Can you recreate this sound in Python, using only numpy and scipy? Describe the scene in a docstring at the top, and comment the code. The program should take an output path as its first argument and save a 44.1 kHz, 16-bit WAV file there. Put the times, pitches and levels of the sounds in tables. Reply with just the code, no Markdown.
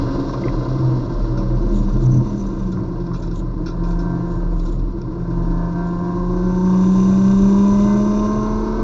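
"""A booming, howling six-cylinder engine fills a bare race car that brakes from high speed with tyres roaring.
It blips down a gear, holds a long bend and pulls away; the microphone sits between the seats.
Boom, howl and overtones are sines locked to the engine; growl adds dense harmonics and pulsed noise.
Pulsed noise makes the intake rasp and the chatter of thin parts; plain noise, the road and airstream.
A wavering low tone is air throbbing at the window; bursts of contacts ring fittings, pedal and chassis."""
import sys
import numpy as np
from scipy import signal
from scipy.fft import rfft, irfft, next_fast_len
from scipy.io import wavfile

SR = 44100
rng = np.random.default_rng(int(sys.argv[2]) if len(sys.argv) > 2 else 0)


def master_out(mix):
    """Clip the mix to full scale and print it as 16-bit PCM to the path in sys.argv[1]."""
    frames = np.transpose(np.atleast_2d(mix))
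    ceiling = np.clip(frames, -1, 1)
    pcm = np.round(ceiling * 32767).astype(np.int16)
    wavfile.write(sys.argv[1], SR, pcm)


N = 389403
T = np.arange(N) / SR

# Engine tones at whole multiples of the firing rate.
# Each row: multiple, level in dB before resonances and a common lift, loss in dB with the throttle shut.
OVERTONES = [(2, -32.5, 18.5), (3, -44.5, 18.5), (5, -47.5, 23), (6, -48.5, 25.5)]
# Jolts that briefly set thin parts chattering.
# Each row: centre in seconds, length in seconds, panel and trim levels in dB before each part's own offset.
JOLTS = [(1.773, 0.06, -77, -51.5), (1.942, 0.025, -51, -79), (2.04, 0.037, -53, -53.5),
         (2.163, 0.12, -49.5, -81), (2.273, 0.035, -47, -69), (2.4, 0.044, -45.5, -68),
         (3.209, 0.08, -63, -60), (3.376, 0.044, -67, -54), (3.897, .06, -57, -57), (4.02, .04, -59, -60),
         (4.335, 0.12, -80, -61), (4.66, 0.14, -69, -56), (5.878, .03, -74, -58)]


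def amp(db):
    """Decibels to gain."""
    return 10 ** (np.asarray(db) / 20)


def unit(x):
    """Scales to rms 1."""
    return x / np.sqrt(np.mean(x ** 2) + 1e-20)


def curves(rows):
    """Each column of a table as a curve in time, drawn straight between its rows."""
    s, *columns = np.transpose(rows)
    return [np.interp(T, s, c) for c in columns]


def bump(x, centre, width):
    """A bell of height 1 that falls to about 0.6 at half a width from its centre."""
    return np.exp(-2 * ((x - centre) / width) ** 2)


def swells(rows):
    """Gain over time of smooth bursts given as (centre s, length s, dB)."""
    return sum(amp(db) * bump(T, s, length) for s, length, db in rows)


def together(*levels_db):
    """Gain of unrelated sounds added by power."""
    return np.sqrt(sum(amp(db) ** 2 for db in levels_db))


def wander(hz, step=16):
    """Slow random drift of rms 1, fading steeply above hz."""
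    count = len(T[::step])
    f = np.fft.rfftfreq(count, step / SR)
    spectrum = rfft(rng.standard_normal(count)) / (1 + (f / hz) ** 4)
    return unit(np.interp(T, T[::step], irfft(spectrum, count)))


def in_cabin(x, spectrum):
    """Shapes a source by its spectrum and the cabin's resonances, at rms 1."""
    # Cabin and panel resonances and dips. Each row: centre in Hz, width in Hz, height in dB.
    cabin = [(338.3, 43, 4.5), (437, 20, -3.5), (646, 18, 0.5), (810.4, 87, -14.5), (932, 74, 3.5),
             (1039.5, 39, 7.5), (1391, 47, 8), (1553, 58, 9.5), (1870, 250, -4.5), (2040, 83, 5.5),
             (2480, 120, 3.5), (2827, 180, 7), (2985, 200, -6), (3900, 150, 1.5), (5590, 200, 5.5)]
    size = next_fast_len(N + 8192)
    f = np.fft.rfftfreq(size, 1 / SR)
    hz, level = np.transpose(spectrum)
    db = np.interp(np.log(f + 1), np.log(hz), level)
    db += sum(height * bump(f, centre, width) for centre, width, height in cabin)
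    return unit(irfft(rfft(x, size) * amp(db), size)[:N])


def controls():
    """Firing rate in Hz, and how far the throttle is shut (0-1)."""
    # Engine speed. Each row: time in seconds, firings per second.
    firing = [(0, 275), (.5, 270), (.85, 260), (1.3, 228), (1.55, 218), (1.85, 197), (2.07, 218),
              (2.5, 193), (3.1, 171.1), (3.5, 169.3), (4.3, 174.3), (4.55, 171.1), (4.85, 166),
              (5.3, 170.3), (5.6, 171), (6.05, 175.2), (6.8, 185.7), (7.8, 202.5), (8.83, 220)]
    # Accelerator: open fires evenly and loudly, shut churns. Each row: time in seconds, opening 0-1.
    throttle = [(0, 0.24), (.3, 0), (1, 0), (1.8, 0.23), (2.1, 0.06), (2.7, 0.18), (3.1, 0.39), (3.5, 0.06),
                (3.9, 0.63), (4.3, 0.65), (4.6, 0.19), (5, .05), (5.38, 0.68), (6.2, 0.83), (6.7, 0.97),
                (7.8, 0.96), (8.83, 1)]
    return curves(firing)[0], 1 - curves(throttle)[0]


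def pipe_db(hz):
    """What the exhaust and cabin resonances add to a tone, which swells as it crosses one."""
    # Each row: centre in Hz, width in Hz, height in dB.
    pipe = [(128, 11, 24.5), (171.7, 6.3, 5), (185.7, 5.8, 3.5), (197.2, 23.9, 13.5), (233, 22, -6),
            (274.4, 9, 9), (358.6, 9.8, 7.5), (393.7, 11, 5), (541, 18, 7.5), (617.4, 45, 12),
            (918, 28, 10.5), (1007.5, 33, 14.5), (1056, 35, 16), (1112, 18, 7)]
    return sum(db * bump(hz, centre, width) for centre, width, db in pipe)


def puffs(turns, length, steady):
    """Noise that flares once a turn and dies within a share of it, over a steady floor."""
    return (steady + np.exp(-(turns % 1) / length)) * rng.standard_normal(N)


def shaken(part, hz, shut, edge=6):
    """Gain of a chatter that sets in abruptly as the firing rate enters its range."""
    centre, width, rest_db, added_db, shut_db = part
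    inside = np.exp(-2 * abs((hz - centre) / width) ** edge)
    return amp(rest_db + added_db * inside - shut_db * shut)


def motion(law, cruise_kmh=100):
    """Gain of a noise that grows with road speed and, under throttle, with the engine's shaking."""
    # Road speed. Each row: time in seconds, km/h.
    speed = [(0, 223), (.7, 182), (1.75, 136), (2.5, 114), (3.4, 90), (4.2, 95), (6.6, 84), (8.83, 132)]
    cruise_db, doubling_db, engine_db, shut_db = law
    shut = controls()[1]
    doublings = np.log2(curves(speed)[0] / cruise_kmh)
    return together(cruise_db + doubling_db * doublings, engine_db - shut_db * shut)


def boom(hz, shut, even, firings):
    """The firing pulse itself, one sine at the firing rate, less steady as the throttle shuts."""
    # Surges as the clutch and throttle work through the downshift.
    # Each row: centre in seconds, length in seconds, rms level in dB before the unsteadiness.
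    blips = [(1.77, 0.047, -25.5), (1.95, .04, -23.5), (2.19, .12, -24.5)]
    open_db, shut_loss_db = -25, 14.5  # before the resonances
    strength = np.hypot(amp(open_db + pipe_db(hz) - shut_loss_db * shut), swells(blips))
    unsteady = 1 + .45 * (1 - even) * wander(36)
    return np.sqrt(2) * strength * np.sin(2 * np.pi * firings) * unsteady


def bank(hz, shut, firings):
    """One cylinder bank, a sine at half the firing rate."""
    open_db, shut_gain_db = -38, 0.5  # before the resonances
    strength = amp(open_db + pipe_db(hz / 2) + shut_gain_db * shut)
    return strength * np.sin(np.pi * firings) * (1 + .1 * wander(16))


def howl(firings):
    """A howl under hard braking, a wavering sine at 2.5 times the firing rate."""
    # Each row: time in seconds, level in dB before a 1 dB lift.
    howling = [(0, -61), (.9, -42), (1.2, -41), (1.4, -35), (1.75, -39), (1.9, -51), (2.6, -47)]
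    tone = np.sin(5 * np.pi * firings + 0.39 * wander(32))
    return amp(curves(howling)[0] + 1) * tone * (1 + 0.18 * wander(23))


def overtones(hz, shut, firings, lift_db=4):
    """Sines at multiples of the firing rate, each swelling at the resonances."""
    out = np.zeros(N)
    for k, db, shut_db in OVERTONES:
        strength = amp(db + pipe_db(k * hz) - shut_db * shut + lift_db)
        out += strength * (1 + .22 * wander(19)) * np.sin(2 * np.pi * (k * firings + rng.random()))
    return out


def cycle(turns, bank_db, size=4096, count=130):
    """Four-stroke pressure: unequal cylinders fill in harmonics between the main firing tones."""
    # Strong harmonics of the cycle. Each row: multiple of the cycle rate, dB over the ordinary ones.
    strong = [(10, 11), (24, 12.5), (26, 6), (29, 4.5), (33, 8.5), (35, 5.5), (39, 6.5), (42, 5.5),
              (48, 5.5), (54, 8), (60, 15.5)]
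    db = np.zeros(count)
    db[3::6] = bank_db  # odd multiples of half the firing rate
    for k, level in strong:
        db[k] = level
    lines = amp(db) * np.exp(2j * np.pi * rng.random(count))
    # leave out the steady pressure, the cycle rate, and the boom and overtones made elsewhere
    lines[[0, 1, 6] + [6 * row[0] for row in OVERTONES]] = 0
    return np.interp(turns % 1, np.arange(size) / size, irfft(lines, size))


def standing_waves(x, echo=.55, decay_s=0.015):
    """Dense early echoes: a gliding harmonic swells and fades as it passes their peaks and dips."""
    t = T[:SR // 10]
    tail = rng.standard_normal(len(t)) * np.exp(-t / decay_s)
    return x + echo * signal.oaconvolve(x, tail / np.linalg.norm(tail))[:N]


def growl(hz, shut, even, firings, cycles):
    """Even harmonics under throttle give way to churning noise, growing with throttle and revs."""
    # Spectra of the harmonics and the churn. 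Each row: frequency in Hz, density in dB before the cabin.
    growl_spectrum = [(60, -39.5), (130, -9.5), (200, -7), (300, 1.5), (400, 1), (500, -6.5), (700, -1.5),
                      (1000, -1.5), (1250, -7.5), (1600, -20), (1740, -22), (1850, -29.5), (2050, -28.5),
                      (3000, -43), (5000, -56.5)]
    churn_spectrum = [(150, -30), (300, -1.5), (420, 6), (520, 2.5), (700, -0.5), (1000, -2.5),
                      (1200, -6.5), (1500, -19), (1800, -19), (2400, -32), (4000, -44), (8000, -86)]
    open_db, shut_loss_db, octave_db, mid_firing_hz = -30, 7, 13.5, 200
    # the balance between cylinders drifts, so single harmonics swell and fade
    steady, drifting = cycle(cycles, bank_db=4.5), cycle(cycles, bank_db=7.5)
    harmonics = steady * (1 + 0.15 * wander(52)) + .5 * drifting * wander(4.9)
    tones = in_cabin(standing_waves(harmonics), growl_spectrum)
    churn = in_cabin(puffs(firings, length=0.42, steady=1.0) * amp(1.4 * wander(56)), churn_spectrum)
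    strength = amp(open_db - shut_loss_db * shut + octave_db * np.log2(hz / mid_firing_hz))
    return strength * (amp(0.83) * even * tones + amp(0.02) * np.sqrt(1 - even ** 2) * churn)


def rasp(hz, shut, firings):
    """Intake noise puffing at each firing, strongest within a range of firing rates."""
    # Each row: frequency in Hz, density in dB before the cabin.
    intake = [(800, -15.5), (1800, -4.5), (2300, -2.5), (2480, 1.5), (2630, -7), (2810, -0.5),
              (3350, -13.5), (3660, 7), (3950, -9), (5000, -3), (6000, -1), (7100, -15), (7700, -15.5),
              (9000, -44.5)]
    # Range centre and width in Hz, dB outside, dB added inside, dB lost with the throttle shut.
    rasp_shake = (199, 18.5, -61, 11.5, 14)
    noise = puffs(firings, length=0.19, steady=0.25) * amp(2.6 * wander(70))
    return shaken(rasp_shake, hz, shut) * in_cabin(noise, intake)


def panel_buzz(hz, shut, ragged, firings):
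    """A thin panel chatters at each firing when the rate nears its own, and at jolts."""
    # Each row: frequency in Hz, density in dB before the cabin.
    panel_spectrum = [(1500, -32), (2400, -14), (3300, -29), (3660, -11.5), (3950, -18), (5300, -24.5),
                      (5750, -6.5), (6040, 7.5), (6400, -10.5), (7100, -16), (9000, -45.5)]
    # Range centre and width in Hz, dB outside, dB added inside, dB lost with the throttle shut.
    panel_shake = (199, 22, -64.5, 18, 19)
    jolted = swells((s, length, db - 3) for s, length, db, _ in JOLTS)
    noise = puffs(firings, length=.3, steady=0.49) * amp(6.1 * ragged * wander(40))
    return np.hypot(shaken(panel_shake, hz, shut), jolted) * in_cabin(noise, panel_spectrum)


def trim_sizzle(hz, shut, ragged, cycles):
    """Thin trim sizzles once a crank turn when the firing rate nears its own, and at jolts."""
    # Each row: frequency in Hz, density in dB before the cabin.
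    trim_spectrum = [(2000, -22.5), (3700, 2.5), (5600, -11.5), (6400, -2), (6850, 2), (7120, 1.5),
                     (7500, -10), (8000, -19.5), (9000, -34)]
    # Range centre and width in Hz, dB outside, dB added inside, dB lost with the throttle shut.
    trim_shake = (195.5, 14, -64.5, 13, 13.5)
    jolted = swells((s, length, db + 0.5) for s, length, _, db in JOLTS)
    noise = puffs(2 * cycles, length=0.27, steady=0.59) * amp(5 * ragged * wander(50))
    return np.hypot(shaken(trim_shake, hz, shut), jolted) * in_cabin(noise, trim_spectrum)


def engine():
    """Everything locked to the crank, whose timing jitters more as the throttle shuts."""
    hz, shut = controls()
    even = np.clip(1.15 * (1 - shut), 0, 0.89)  # evenness of firing
    ragged = 1 - 1.1 * even
    firings = np.cumsum(hz * (1 + .007 * (1 - even) * wander(25))) / SR
    cycles = firings / 6  # six cylinders fire in each four-stroke cycle
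    tones = boom(hz, shut, even, firings) + bank(hz, shut, firings) + howl(firings)
    tones += overtones(hz, shut, firings) + growl(hz, shut, even, firings, cycles)
    chatter = panel_buzz(hz, shut, ragged, firings) + trim_sizzle(hz, shut, ragged, cycles)
    return tones + rasp(hz, shut, firings) + chatter


def road(uneven_db=1.25, patch_roar_db=-6):
    """Tyre roar on uneven asphalt shakes the shell and keeps the cabin's main air mode droning."""
    # Spectra of roar and drone. Each row: frequency in Hz, density in dB before the cabin.
    roar_spectrum = [(12, -13), (25, 6.5), (55, 0.5), (75, -4), (95, 2.5), (150, -4), (225, -7.5), (280, 1),
                     (340, 1.5), (400, -18), (600, -38.5), (1500, -55), (5000, -92)]
    drone_spectrum = [(60, -48), (100, -18), (118, -0.5), (128, 10), (138, -15.5), (160, -22.5), (190, 1),
                      (215, -19), (250, -48.5), (1000, -88)]
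    # Before the unevenness: dB at 100 km/h, dB per doubling of speed,
    # dB of the engine's share, dB that share loses with the throttle shut.
    roar_law = (-28.5, 4.5, -32.5, 14)
    drone_law = (-30, 3.5, -48, 14)
    # Rough patches that set the shell and the cabin air booming.
    # Each row: centre in seconds, length in seconds, drone level in dB before the unevenness.
    patches = [(.45, .15, -29), (1.55, 0.64, -26.5), (2.15, 0.22, -17), (2.8, 0.083, -24)]
    rough = swells(patches)
    drone = np.hypot(motion(drone_law), rough) * in_cabin(rng.standard_normal(N), drone_spectrum)
    roar_gain = np.hypot(motion(roar_law), amp(patch_roar_db) * rough)
    roar = roar_gain * in_cabin(rng.standard_normal(N), roar_spectrum)
    return (drone + roar) * amp(uneven_db * wander(5.3))


def air(throb_hz=37.2, throb_db=-32, flutter_db=3):
    """The cabin throbs through the window like a blown bottle, under the hiss of the airstream."""
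    # Each row: frequency in Hz, density in dB before the cabin.
    hiss_spectrum = [(600, -10.5), (1500, 4.5), (2200, -14), (3200, -3.5), (4200, 3.5), (5500, -0.5),
                     (6300, -8), (7100, -13), (8000, -28.5), (9000, -35.5)]
    # dB at 100 km/h, dB per doubling of speed, dB of the engine's share, dB that share loses when shut.
    hiss_law = (-58.5, 11.5, -53, 23.5)
    # Gusts that drive the throb harder. Each row: centre in seconds, length in seconds, rms level in dB.
    gusts = [(.55, .08, -20.5), (1.2, 0.16, -21.5), (1.72, 0.51, -17), (1.97, 0.085, -26),
             (2.65, 0.068, -23), (3.35, 0.5, -23.5), (3.93, .2, -18.5), (4.55, .33, -17.5),
             (4.85, 0.11, -21), (5.5, 0.27, -19), (6.35, 0.26, -22.5), (6.95, 0.17, -27),
             (8.62, 0.46, -25.5)]
    strength = np.hypot(amp(throb_db + flutter_db * wander(5.1)), swells(gusts))
    phase = 2 * np.pi * np.cumsum(throb_hz + 1.1 * wander(7.6)) / SR
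    throb = np.sqrt(2) * strength * np.sin(phase)
    hiss = in_cabin(rng.standard_normal(N) * amp(1.2 * wander(40)), hiss_spectrum)
    return throb + motion(hiss_law) * hiss


def ring(modes, rise_s=.0003):
    """The dying modes of one part after a single contact."""
    t = T[:SR // 4]
    tones = sum(amp(db - 60 * t / t60) * np.sin(2 * np.pi * hz * t) for hz, db, t60 in modes)
    return tones * (1 - np.exp(-t / rise_s))


def rattles(level_db=-6, dry_db=-6, dry_low_hz=3300, dry_high_hz=6000, order=5):
    """A jolted fitting chatters in a dense, dying burst of contacts: dry clicks and a short ring."""
    # Each row: start in seconds, strength in dB before the common level, decay time in seconds.
    bursts = [(0.285, -37, 0.021), (0.328, -37.5, 0.02), (1.3735, -33, 0.022), (2.72, -38.5, 0.018),
              (3, -42, 0.0088), (3.064, -40, 0.01), (3.135, -34, 0.014), (3.143, -38, 0.02),
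              (3.2236, -37.5, 0.023), (3.274, -42.5, 0.009), (3.309, -36.5, 0.015), (3.6602, -31, 0.022),
              (3.678, -37, 0.025), (3.835, -37, 0.02), (3.906, -41.5, 0.018), (3.989, -39.5, 0.038),
              (4.595, -38, 0.013), (4.652, -42, 0.035), (4.792, -40.5, 0.0045), (5.016, -39, 0.005),
              (5.303, -40, 0.01)]
    # Modes of the fittings. Each row: frequency in Hz, relative level in dB, 60 dB decay in seconds.
    fitting = [(1384, 11.5, 0.04), (2436, -0.5, 0.03), (2690, -12, 0.087), (3430, -7, .04),
               (3830, -4.5, 0.021), (3915, 1.5, 0.055), (4220, -11, 0.017), (4600, -6, 0.065),
               (5250, -4, 0.037), (5340, -0.5, 0.041), (5730, -12, 0.031), (6600, -12.5, .02)]
    force = np.zeros(N)
    for s, db, decay_s in bursts:
        after = force[round(s * SR):]  # a view, so adding to it adds to force
        after += amp(db + level_db) * np.exp(-T[:len(after)] / decay_s)
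    contacts = force * unit(rng.standard_normal(N) * amp(3 * wander(700)))
    part = ring(fitting)
    ringing = signal.oaconvolve(contacts, part / np.linalg.norm(part))[:N]
    band = signal.butter(order, [dry_low_hz, dry_high_hz], "bandpass", fs=SR, output="sos")
    clicks = signal.sosfilt(band, contacts)
    return ringing + amp(dry_db) * clicks * contacts.std() / clicks.std()


def strikes(rows, modes, chatter_s, level_db):
    """Each blow is a hard contact and a short scatter of lighter ones that ring one part."""
    part = ring(modes)
    t = T[:len(part)]
    out = np.zeros(N + len(t))
    for s, db in rows:
        contacts = 0.081 * rng.standard_normal(len(t)) * np.exp(-t / chatter_s)
        contacts[0] = 1
        blow = signal.fftconvolve(contacts, part)[:len(t)]
        out[round(s * SR):][:len(t)] += amp(db + level_db) * blow / abs(blow).max()
    return out[:N]


def chassis_knocks():
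    """Dull knocks ring the chassis in short, closely tuned modes."""
    # Each row: start in seconds, peak in dB before the common level.
    knocks = [(0.296, -20), (0.3364, -18.5), (2.773, -21.5), (3.1155, -22.5), (3.1447, -24.5)]
    # Each row: frequency in Hz, relative level in dB, 60 dB decay in seconds.
    chassis = [(980, -23, .05), (1076, 0.5, 0.046), (1086, 4, .035), (1380, -14, .04)]
    return strikes(knocks, chassis, chatter_s=0.0065, level_db=-5.0)


def pedal_clacks():
    """A pedal clacks, its contacts ringing one dominant mode."""
    # Each row: start in seconds, peak in dB before the common level.
    clacks = [(0.4369, -37), (0.4678, -48), (0.4834, -31.5)]
    # Each row: frequency in Hz, relative level in dB, 60 dB decay in seconds.
    pedal = [(1500, -15, .015), (1960, -6, 0.078), (2060, 20, 0.02), (2330, -5, 0.053), (3520, -22, .01)]
    return strikes(clacks, pedal, chatter_s=0.0039, level_db=5.5)


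def scene():
    """Everything heard from between the seats."""
    return (engine() + road() + air() + rattles() + chassis_knocks() + pedal_clacks())[None]


def record(dry, edge_hz=8900):
    """A small onboard microphone with a narrow band: a low-pass filter takes off the top."""
    lowpass = signal.firwin(511, edge_hz, window=("kaiser", 9), fs=SR)
    return signal.oaconvolve(dry, lowpass[None], "same")


dry = scene()
out = record(dry)
master_out(out)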